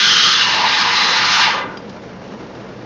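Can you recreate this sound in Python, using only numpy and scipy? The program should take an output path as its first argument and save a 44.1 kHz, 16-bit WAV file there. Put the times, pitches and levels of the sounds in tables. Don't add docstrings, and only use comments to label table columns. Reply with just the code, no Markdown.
import sys
import numpy as np
from scipy import signal
from scipy.fft import rfft, irfft, next_fast_len
from scipy.io import wavfile

SR = 44100
rng = np.random.default_rng(int(sys.argv[2]) if len(sys.argv) > 2 else 0)


def level_to_linear(level):
    exponent = np.asarray(level, float) / 20
    return 10 ** exponent


def pcm_store(signal):
    levels = np.round(np.clip(np.atleast_2d(signal), -1, 1) * 32767)
    wavfile.write(sys.argv[1], SR, levels.astype(np.int16).T)


N = 125685


def in_time(rows):
    s, *columns = np.transpose(rows)
    return [np.interp(np.arange(N) / SR, s, c) for c in columns]


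def rms_one(x):
    return x / np.sqrt(np.mean(x ** 2) + 1e-20)


def drift(rate_hz):
    r = np.exp(-80 * np.pi * rate_hz / SR)
    white = rng.standard_normal(N // 40 + 2002)
    slow = signal.lfilter([1], [1, -2 * r, r * r], white)[2000:]
    return np.interp(np.arange(N) / 40, np.arange(len(slow)), rms_one(slow))


def resonance(x, hz, width_hz):
    r = np.exp(-np.pi * width_hz / SR)
    poles = [1, -2 * r * np.cos(2 * np.pi * hz / SR), r * r]
    return signal.lfilter([(1 - r * r) / 2, 0, (r * r - 1) / 2], poles, x)


def narrow_noise(hz, width_hz):
    r = np.exp(-np.pi * width_hz / SR)
    slow = signal.lfilter([1], [1, -2 * r, r * r], rng.standard_normal((2, N)))
    phase = 2 * np.pi * np.cumsum(hz * np.ones(N)) / SR
    return rms_one(slow[0] * np.cos(phase) + slow[1] * np.sin(phase))


def swell(s, length):
    return np.exp(-((np.arange(N) / SR - s) / (length / 2)) ** 2)


def banded_noise(spectrum, low_hz, swing, shared_db, patchy_db):
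    hz_at, db_at = np.transpose(spectrum)
    edges = low_hz * 2 ** (np.arange(30) / 3)
    edges = edges[edges < 9000]
    white, together = rng.standard_normal((2, N)), drift(25.0)
    out, power = 0, 0
    for k, (low, high) in enumerate(zip(edges, edges[1:])):
        hz = np.sqrt(low * high)
        band_pass = signal.butter(2, [low, high], "band", fs=SR, output="sos")
        band = signal.sosfilt(band_pass, white[k % 2])
        gain = level_to_linear(np.interp(np.log(hz), np.log(hz_at), db_at))
        power += gain ** 2 * (high - low) * 2 / SR
        flicker_db = shared_db * together + patchy_db * drift(8.4)
        out = out + band * gain * level_to_linear(swing(hz) + flicker_db)
    return out / np.sqrt(power)


def jet():
    # (time [s], level [dB])
    flow = [(0.0, -13), (0.062, -17), (0.452, -17.5), (0.458, -22), (0.662, -22), (0.814, -18),
            (0.838, -22.5), (0.978, -19), (1.252, -19), (1.428, -15), (1.622, -40.5), (1.666, -68),
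            (1.75, -70)]
    # (frequency [Hz], density [dB per Hz])
    jet_colour = [(350, -61), (600, -9), (976, -1), (1100, -4.5), (2040, -1), (3580, -3.5), (3940, 0.5),
                  (5460, -11), (7500, -19.5), (9750, -61), (16500, -120)]
    flow_db, = in_time(flow + [(flow[-1][0] + .05, -110)])
    sink_s, sink_takes_s = 0.48, 0.04
    shallow = 1 / (1 + np.exp((np.arange(N) / SR - sink_s) / (sink_takes_s / 4)))

    def swing(hz):
        follows = np.interp(np.log(hz), np.log([800, 6000]), [0.18, 1.06])
        bass_loss_db = 8 / (1 + (hz / 1160) ** 8)
        dip_db = 3.5 * np.exp(-(np.log(hz / 2110) / 0.21) ** 2)
        return (flow_db + 20) * follows - shallow * (bass_loss_db + dip_db)

    return level_to_linear(-18) * banded_noise(jet_colour, 502.2, swing, shared_db=0.45, patchy_db=1.27)


def screech():
    # (time [s], level [dB], pitch [Hz], lower band level [dB], lower band pitch [Hz])
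    shriek = [
        (0, -16, 3337, -11.5, 1610),
        (.07, -11, 3200, -21.5, 1451),
        (.13, -11.5, 3100, -15.5, 1400),
        (.24, -11.5, 3120, -20, 1336),
        (.3, -14, 3200, -18.5, 1294),
        (.36, -14.5, 3450, -15, 1600),
        (.41, -23, 2880, -18.5, 1600),
        (.5, -18, 2860, -39.5, 1523),
        (.6, -34, 2860, -42, 1496),
    ]
    # (frequency [Hz], width [Hz], level under the main band [dB])
    shriek_tops = [(4290, 560, -11), (5210, 950, -13), (6100, 810, -14)]
    end = shriek[-1]
    faded = (end[0] + .15, -60, end[2], -60, end[4])
    level_db, hz, under_db, under_hz = in_time(shriek + [faded])
    upper = level_to_linear(-2 + 0.47 * drift(43.0)) * narrow_noise(hz, 370)
    for top_hz, width_hz, db in shriek_tops:
        upper = upper + level_to_linear(db + 0.73 * drift(12.0)) * narrow_noise(top_hz, width_hz)
    under = level_to_linear(under_db - 5 + 2.8 * drift(23.0)) * narrow_noise(under_hz, 225)
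    return level_to_linear(level_db) * upper + under


def roar():
    # (time [s], level [dB], pitch [Hz])
    cloud = [(.36, -39, 997), (.46, -20.5, 959), (.6, -23, 933.3), (0.646, -10, 893), (0.682, -22, 900),
             (.73, -30.5, 930), (.8, -22, 950), (0.872, -13.5, 929), (0.919, -22, 962.4), (1.2, -22, 941.7),
             (1.332, -27.5, 946), (1.392, -11.5, 929.3), (1.432, -18.5, 952), (1.49, -13, 904.5),
             (1.531, -35, 950), (1.63, -24.5, 945), (1.66, -40, 950), (1.701, -56, 945)]
    before, after = (cloud[0][0] - .1, -60, 900), (cloud[-1][0] + 0.12, -60, 900)
    level_db, hz = in_time([before] + cloud + [after])
    return level_to_linear(level_db - 2.5) * narrow_noise(hz, 260)


def squeals():
    # (time [s], pitch [Hz], level [dB], length [s], glide [Hz/s])
    squeal_list = [(0.41, 2850, -20.5, 0.084, -3.5), (.79, 1700, -22, 0.032, 8),
                   (1.075, 1600, -22.5, 0.029, -0.5), (1.364, 1420, -18.5, 0.082, 1),
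                   (1.41, 2800, -21.5, 0.15, 2.5), (1.26, 1300, -21, .07, 0.5),
                   (1.045, 4000, -21.5, 0.33, 0), (1.47, 2200, -20, 0.072, -3000),
                   (1.56, 1100, -25.5, .14, -1500), (1.66, 1500, -36.5, 0.22, -800),
                   (0.69, 3800, -21, 0.044, 1), (.62, 820, -20.5, 0.14, 1.5)]
    t, out = np.arange(N) / SR, 0
    for s, hz, db, length, glide in squeal_list:
        pitch_hz = hz + glide * np.clip(t - s, -length, length)
        out = out + level_to_linear(db) * swell(s, length) * narrow_noise(pitch_hz, 220)
    return out


def gulps():
    # (time [s], pitch [Hz], level [dB], length [s])
    gulp_list = [
        (.58, 633.4, -33, 0.17),
        (1.096, 518, -33.5, .15),
        (1.566, 558, -33, 0.15),
        (1.67, 358.6, -35, .12),
    ]
    return sum(level_to_linear(db) * swell(s, length) * narrow_noise(hz, 220) for s, hz, db, length in gulp_list)


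def cup(x):
    # (frequency [Hz], width [Hz], level [dB])
    cup_modes = [(875, 41, -2.5), (1006, 16.7, 2.5), (1157, 25, -4.5), (1211, 41, 4), (1442, 18.3, 1.5),
                 (1601, 14, 4.5), (1800, 64, -4), (2032, 17, 2), (2460, 25, -23), (2809, 41, -1),
                 (2970, 13, -7), (3130, 8.3, 0), (3450, 55, -7.5), (4170, 34, -0.5)]
    # (frequency [Hz], width [Hz], level [dB])
    steel_modes = [(3525, 8.3, 4.5), (3880, 40, -2.5), (3886, 8.3, -3), (4263, 27, -6), (4910, 45, -6),
                   (5334, 85, 1.5), (5860, 38, -6), (6290, 27, -14.5)]
    x = x + 1.18 * sum(level_to_linear(db) * resonance(x, hz, w) for hz, w, db in cup_modes + steel_modes)
    floor = signal.butter(4, 740, "high", fs=SR, output="sos")
    return signal.sosfilt(floor, x) + 0.1 * x


def ticks():
    # (time [s], peak level [dB], metal ring [dB], scatter [s])
    tick_list = [
        (1.771, -20.5, 3.5, 0.0073),
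        (1.894, -23.5, -14, .012),
        (2.2765, -30.5, -7, 0.02),
        (2.468, -36, -12, 0.022),
        (2.549, -31, -7, 0.013),
        (2.6594, -41, -21, .012),
    ]
    # (frequency [Hz], level [dB], decay by 60 dB [s])
    metal_modes = [(3200, -12, .012), (3740, -16, .012), (4850, 0, .02), (5250, -7, .012)]
    t, noise = np.arange(N) / SR, rng.standard_normal(N)
    hits, rung = 1e-18, 1e-18
    for s, db, ring_db, scatter in tick_list:
        dying = (t >= s) * np.exp(-np.abs(t - s) / max(scatter, .002))
        burst = level_to_linear(db - 8.5) * noise * dying
        hits = hits + burst
        rung = rung + level_to_linear(ring_db) * burst
    crack = signal.sosfilt(signal.butter(2, [1600, 5300], "band", fs=SR, output="sos"), hits)
    return crack + 6 * sum(level_to_linear(db) * resonance(rung, hz, 1.3 / t60) for hz, db, t60 in metal_modes)


def room(x):
    t60_s, wall_cut_hz = 0.57, 2940
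    size = next_fast_len(N + SR)
    z, out = np.exp(-2j * np.pi * np.arange(size // 2 + 1) / size), 0
    dull = np.exp(-2 * np.pi * wall_cut_hz / SR)
    for k, lag in enumerate((rng.uniform(.02, .055, 10) * SR).astype(int)):
        loop = level_to_linear(-60 * lag / SR / t60_s) * (1 - dull) / (1 - dull * z) * z ** lag
        out = out + (-1) ** k * loop / (1 - loop)
    return irfft(rfft(x, size) * out, size)[:N]


def background():
    # (frequency [Hz], density [dB per Hz])
    air_colour = [(25, -21.5), (190, -2), (500, -3), (900, -13), (1600, -15.5), (3000, -24), (5500, -28.5),
                  (7500, -39)]
    # (frequency [Hz], width [Hz], level [dB])
    drone_bands = [(119.9, 8, -46.5), (198, 59, -40.5), (473.6, 20, -45)]
    air = level_to_linear(-34) * banded_noise(air_colour, 22.66, lambda hz: 0, shared_db=1.08, patchy_db=0.6)
    return air + sum(level_to_linear(db) * narrow_noise(hz, w) for hz, w, db in drone_bands)


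def scene():
    milk = jet() + level_to_linear(-4.0) * (screech() + roar() + squeals())
    near, touch = cup(milk) + gulps(), ticks()
    echo = level_to_linear(-6.5) * room(near + 0.94 * touch) / 2
    return (near + touch + echo + background())[None]


def band_limit(x):
    return signal.sosfilt(signal.butter(12, 15850, fs=SR, output="sos"), x)


def record(dry):
    input_top, clip_top = .66, .715
    mirror_hz, edge_hz = 16000, 9200
    x = np.clip(dry, -input_top, input_top)
    mirror = level_to_linear(-20) * x * np.cos(2 * np.pi * mirror_hz * np.arange(N) / SR)
    above = signal.cheby2(8, 60, [mirror_hz / 2, edge_hz], "band", fs=SR, output="sos")
    mirror = signal.sosfilt(above, mirror)
    x = signal.sosfilt(signal.cheby2(10, 50, edge_hz, fs=SR, output="sos"), x)
    x = signal.sosfilt(signal.cheby2(8, 40, 7950, fs=SR, output="sos"), x) + mirror
    return band_limit(np.clip(x, -clip_top, clip_top))


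dry = scene()
out = record(dry)
pcm_store(out)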